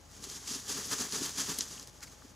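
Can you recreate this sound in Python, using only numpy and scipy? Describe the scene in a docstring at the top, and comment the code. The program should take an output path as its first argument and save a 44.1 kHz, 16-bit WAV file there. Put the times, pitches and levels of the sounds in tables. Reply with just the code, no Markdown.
"""Beside a wall, in dry soil, hens take a dust bath close to the listener.
Wings and feet sweep the dirt in pairs of strokes: friction makes a rasp of many tiny impacts,
the ground thuds softly, and thrown grit patters down. Plumage rustles, a foot scuffs,
pebbles click and a beak or claw taps on stone. Behind them lie a quiet rumble and a faint low hum."""
import sys
import numpy as np
from scipy.fft import rfft, irfft, next_fast_len
from scipy.io import wavfile
from scipy.ndimage import map_coordinates

SR = 44100
rng = np.random.default_rng(int(sys.argv[2]) if len(sys.argv) > 2 else 0)


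def wrap_up_sound(samples):
    """Save the sound to the file named by the first command line argument, as 16-bit audio."""
    columns = np.atleast_2d(samples).T
    # keep every value between -1 and 1, then stretch to whole-number steps
    tamed = np.clip(columns, -1, 1)
    steps = np.round(tamed * 32767).astype(np.int16)
    wavfile.write(sys.argv[1], SR, steps)


N = 103635
T = np.arange(N) / SR

# Spectra of fine dust, coarse crumbs and soft thuds: f/Hz, relative density level/dB
DUST_SPECTRUM = [(900, -47), (2000, -18.5), (2600, -10.5), (3300, -4.5), (3900, -7), (4900, -0.5),
                 (5300, -1.5), (6600, 2), (7400, -2), (8500, -7.5), (10000, -6.5), (12000, -16),
                 (14500, -36), (16000, -98)]
CRUMB_SPECTRUM = [(120, -17), (350, 0.5), (620, -4.5), (880, -0.5), (1170, 4.5), (1450, 1), (1750, 3.5),
                  (2300, -4.5), (3500, -16.5), (8000, -11.5)]
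THUD_SPECTRUM = [(60, -28), (120, -6), (170, -2.5), (230, -3.5), (285, 2), (325, -16), (385, -1), (450, -3),
                 (530, -15.5), (2000, -40)]
# Likeness of a nearby sound at the two microphone ports: f/Hz, coherence
NEAR_COHERENCE = [(100, 0.96), (2000, 0.96), (6500, 1), (8400, 0.96), (10000, 0.98), (12000, 0.96),
                  (15000, 0.31)]


def amp(db):
    """Amplitude ratio of a level in decibels."""
    return 10 ** (np.asarray(db) / 20)


def along(points, hz):
    """Interpolation of (f/Hz, value) points on a logarithmic frequency axis."""
    f, value = np.transpose(points)
    return np.interp(np.log(hz + 1), np.log(f + 1), value)


def filtered(x, response):
    """Linear filtering: the spectrum is multiplied by a frequency response."""
    size = next_fast_len(N + 8192)
    return irfft(rfft(x, size) * response(np.fft.rfftfreq(size, 1 / SR)), size)[..., :N]


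def wobble(rate):
    """Random modulation: a spline through rate Gaussian knots a second."""
    return map_coordinates(rng.standard_normal(int(N * rate / SR) + 4), [T * rate])


def stereo(pair, spectrum, coherence=NEAR_COHERENCE):
    """Partial coherence: two signals are coloured and mixed as mid and side, to rms 1."""
    def response(hz):
        angle = np.arccos(np.clip(along(coherence, hz), 0, 1)) / 2
        return amp(along(spectrum, hz)) * [np.cos(angle), np.sin(angle)]
    mid, side = filtered(pair, response)
    channels = np.array([mid + side, mid - side])
    return channels / np.sqrt(np.mean(channels ** 2) + 1e-20)


def hiss(spectrum, coherence=NEAR_COHERENCE):
    """Gaussian noise, spectrally shaped, in stereo."""
    return stereo(rng.standard_normal((2, N)), spectrum, coherence)


def grains(spectrum, rate, spread_db):
    """Shot noise: rate random impacts a second, log-normal in size."""
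    sizes = amp(spread_db * np.clip(rng.standard_normal(N), -2, 2))
    hits = rng.random(N) < rate / SR
    return stereo(sizes * hits * rng.choice([-1, 1], (2, N)), spectrum)


def envelope(start, hold, rise, fall):
    """Exponential growth up to start, a hold, then decay; rise and fall are time constants in s."""
    return np.exp(np.minimum(T - start, 0) / rise - np.maximum(T - start - hold, 0) / fall)


def power_sum(events, rise, fall):
    """Incoherent addition: the envelopes of events (t/s, hold/s, level/dB) add in power."""
    return np.sqrt(sum((amp(db) * envelope(t, hold, rise, fall)) ** 2 for t, hold, db in events))


def outdoors():
    """A diffuse field, losing coherence in the treble: distant rumble, with a slightly unsteady hum."""
    # f/Hz, relative density level/dB
    rumble_spectrum = [(15, -55), (25, -15), (38, -31), (112, -4), (146, -10), (331, -13.5), (400, -22.5),
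                       (525, -15), (1040, -20.5), (3000, -27.5), (5000, -28.5), (8000, -41), (15000, -40)]
    # f/Hz, coherence
    diffuse_coherence = [(50, .96), (100, 1), (250, 0.38), (700, 0.66), (2000, 0.27), (8000, .1)]
    # f/Hz, level/dB
    hum_partials = [(53, -66.5), (79.5, -65.5), (840, -73.5)]
    hum = np.zeros(N)
    for hz, db in hum_partials:
        peak = np.sqrt(2) * amp(db + 1.3 * wobble(3.5))
        hum += peak * np.sin(2 * np.pi * hz * T + 1.8 * wobble(4.58))
    return amp(-59) * hiss(rumble_spectrum, diffuse_coherence) + hum


def taps():
    """Damped vibration: a beak or claw on stone rings one brief tone, rough with phase jitter."""
    # t/s, level/dB, f/Hz
    strikes = [(.474, -43.5, 2220), (1.778, -44.5, 2950), (2.075, -51, 2260), (2.222, -49.5, 1230)]
    t60_s = 0.022
    out = np.zeros(N)
    for t, db, hz in strikes:
        tone = np.sin(2 * np.pi * hz * (T - t) + wobble(900))
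        out += amp(db) * envelope(t, 0, rise=0.00055, fall=t60_s / np.log(1000)) * tone
    return out


def feathers():
    """Friction noise: plumage keeps up a hiss and a low ruffle, with ticks of falling dust."""
    # t/s, level/dB
    rubbing_contour = [(0, -62.5), (.1, -57.5), (.2, -53.5), (.35, -55), (.43, -50.5), (.59, -45),
                       (.65, -51.5), (.76, -38.5), (.86, -45.5), (1.09, -50), (1.19, -38.5), (1.335, -51),
                       (1.46, -44), (1.65, -49.5), (1.74, -48), (1.85, -52), (1.93, -56.5), (2.02, -58.5),
                       (2.11, -54.5), (2.18, -59), (2.26, -56), (2.35, -59.5)]
    rubbing = amp(np.interp(T, *np.transpose(rubbing_contour)) + 2 * wobble(36.56))
    dust = amp(-10.5) * grains(DUST_SPECTRUM, rate=360, spread_db=5.5)
    crumbs = amp(-11) * grains(CRUMB_SPECTRUM, rate=900, spread_db=1)
    rustle = amp(-4) * hiss(DUST_SPECTRUM)
    ruffle = amp(-11.5) * hiss(THUD_SPECTRUM)
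    return rubbing * (rustle + ruffle + dust + crumbs)


def scuffs():
    """Sliding friction: a foot drags briefly, hissing in the dust and scraping lower over crumbs."""
    # t/s, hold/s, rasp level/dB, scrape level/dB
    drags = [(2.03, 0.0071, -43.5, -47.5), (2.076, 0.0027, -54.5, -58.5)]
    # f/Hz, relative density level/dB
    crumbs = [(300, -22), (900, -14), (1400, 2.5), (2200, -1.5), (3200, -10.5), (7000, -18)]
    dust = [(2000, -27), (3500, -14), (4600, 2.5), (6000, 1), (7200, -0.5), (8500, -7),
            (11000, -11), (15500, -37)]
    rise_s, fall_s = 0.0058, 0.0099
    rasp = power_sum([(t, hold, db) for t, hold, db, _ in drags], rise_s, fall_s)
    scrape = power_sum([(t, hold, db) for t, hold, _, db in drags], rise_s, fall_s)
    return rasp * hiss(dust) + scrape * hiss(crumbs)


def pebbles():
    """Hard impact: an impulse, its reflection off the ground and scattering from the stones around."""
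    # t/s, level/dB, gain above 8 kHz/dB
    contacts = [(.2405, -24, -2), (.300, -29, -21), (0.861, -27.5, 14), (0.871, -29, 14), (1.0037, -24, -8),
                (1.012, -25, -11), (1.1238, -19, -6), (1.294, -25, -6), (1.3902, -30, -11), (1.408, -28, 0),
                (1.5805, -28, 2), (1.587, -15.5, 5), (1.5879, -16, 4), (1.5912, -18, -1),
                (1.6082, -15, -27), (1.612, -20.5, -25), (1.713, -36, -4), (1.797, -27.5, -6),
                (1.8282, -31, -1), (1.874, -31.5, -1), (2.0073, -37, -4), (2.07, -40, 0)]
    # f/Hz, relative density level/dB
    pebble_spectrum = [(200, -38), (1200, -21), (2400, -17), (3500, -7.5), (5000, -2.5), (6300, -0.5),
                       (7600, -8), (9000, -7), (11000, -7.5), (15500, -24)]
    scatter_t60_s, scatter_db = 0.005, -8
    reflection_s, reflection_gain = 0.001, 0.8
    out = np.zeros((2, N))
    for t, db, treble_db in contacts:
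        onset = int(t * SR)
        decay = (T >= t) * amp(-60 * np.abs(T - t) / scatter_t60_s)
        scatter = decay * rng.standard_normal((2, N))
        crack = amp(scatter_db) * scatter / np.linalg.norm(scatter[0])
        crack[0, onset] += 1  # row 0 becomes the mid signal
        crack[0, onset + int(reflection_s * SR)] += reflection_gain
        click = stereo(crack, [(hz, level + treble_db * (hz > 8000)) for hz, level in pebble_spectrum])
        out += amp(db) * click / np.abs(click).max()
    return out


def bumps():
    """Soft impact: a wing or breast on the ground gives a few low cycles, an overtone and a puff."""
    # t/s, level/dB, f/Hz
    pushes = [(.2, -52, 190), (.228, -49, 220), (0.273, -46, 265), (.316, -48, 274), (0.515, -43.5, 225),
              (0.563, -45, 260), (0.71, -38.5, 270), (.793, -45, 247), (1.009, -36, 255), (1.141, -44, 200),
              (1.22, -34.5, 276), (1.496, -38.5, 210), (1.594, -41, 243), (2.255, -49, 263)]
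    overtone_hz = 413
    puff = amp(-6) * hiss(THUD_SPECTRUM)
    out = np.zeros((2, N))
    for t, db, hz in pushes:
        tone = np.cos(2 * np.pi * hz * (T - t))
        overtone = amp(-5.5) * np.sin(2 * np.pi * overtone_hz * (T - t))
        out += amp(db) * envelope(t, 0, rise=0.0063, fall=0.0033) * (tone + overtone + puff)
    return out


def sweeps():
    """Granular friction: feathers rasp through dust and scrape crumbs; thrown grit then patters down."""
    # t/s, hold/s, rasp level/dB, scrape level/dB
    strokes = [(0.239, 0.01, -43.5, -55.5), (0.297, 0.079, -46.5, -57.5), (0.48, 0.079, -39.5, -52.5),
               (0.694, 0.029, -36.5, -47), (.778, 0.034, -43, -47.5), (0.845, 0.011, -42.5, -54),
               (0.922, 0.018, -33.5, -39.5), (1.001, 0.02, -35, -44), (1.039, 0.026, -47, -47.5),
               (1.133, 0.032, -36.5, -46.5), (1.226, 0.035, -36.5, -47), (1.266, 0.026, -51, -49.5),
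               (1.386, 0.03, -32.5, -42.5), (1.494, 0.024, -37.5, -43), (1.59, 0.039, -41.5, -53.5),
               (1.712, 0.016, -48, -57.5)]
    lead_in_s, rise_s, fall_s = 0.018, 0.016, 0.015
    grit_db, flight_s, settle_s = -7, 0.024, 0.1
    rasp = power_sum([(t, hold, db) for t, hold, db, _ in strokes], lead_in_s, fall_s)
    scrape = power_sum([(t, hold, db) for t, hold, _, db in strokes], rise_s, fall_s)
    landings = [(t + hold + flight_s, 0, db + grit_db) for t, hold, db, _ in strokes]
    patter = power_sum(landings, rise_s, settle_s)
    catching = amp(1.12 * wobble(130))
    dust = grains(DUST_SPECTRUM, rate=14000, spread_db=4.5)
    crumbs = grains(CRUMB_SPECTRUM, rate=5000, spread_db=2.5)
    body = amp(-4.5) * hiss(THUD_SPECTRUM)
    fine_grit = grains(DUST_SPECTRUM, rate=5000, spread_db=5.5)
    coarse_grit = amp(-12.5) * grains(CRUMB_SPECTRUM, rate=1500, spread_db=7)
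    friction = rasp * dust + scrape * (crumbs + body)
    return catching * friction + patter * (fine_grit + coarse_grit)


def scene():
    """Superposition of the bathing hens and the outdoor background."""
    return sweeps() + bumps() + feathers() + scuffs() + pebbles() + taps() + outdoors()


def record(dry):
    """Frequency response: two band-limited microphone ports colour and delay the sound unequally."""
    # f/Hz, left minus right level/dB
    imbalance = [(100, 3.5), (1200, 2), (4000, 1), (6500, 0), (7400, -0.5), (8300, -7.5), (9100, 0.5),
                 (10000, 8.5), (10900, 6.5), (12000, 12.5), (15000, 3.5)]
    # f/Hz, phase lead of left over right/rad
    phase_lead = [(7000, 0), (8000, 0.87), (8500, 1.3), (9200, 2), (10000, 1.87), (11000, 1.35),
                  (13500, 0.6)]
    cutoff_hz = 15600
    sides = np.array([[0.5], [-0.5]])

    def response(hz):
        gain = amp(sides * along(imbalance, hz))
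        phase = sides * along(phase_lead, hz)
        return gain * np.exp(1j * phase) * (hz < cutoff_hz)
    return filtered(dry, response)


dry = scene()
out = record(dry)
wrap_up_sound(out)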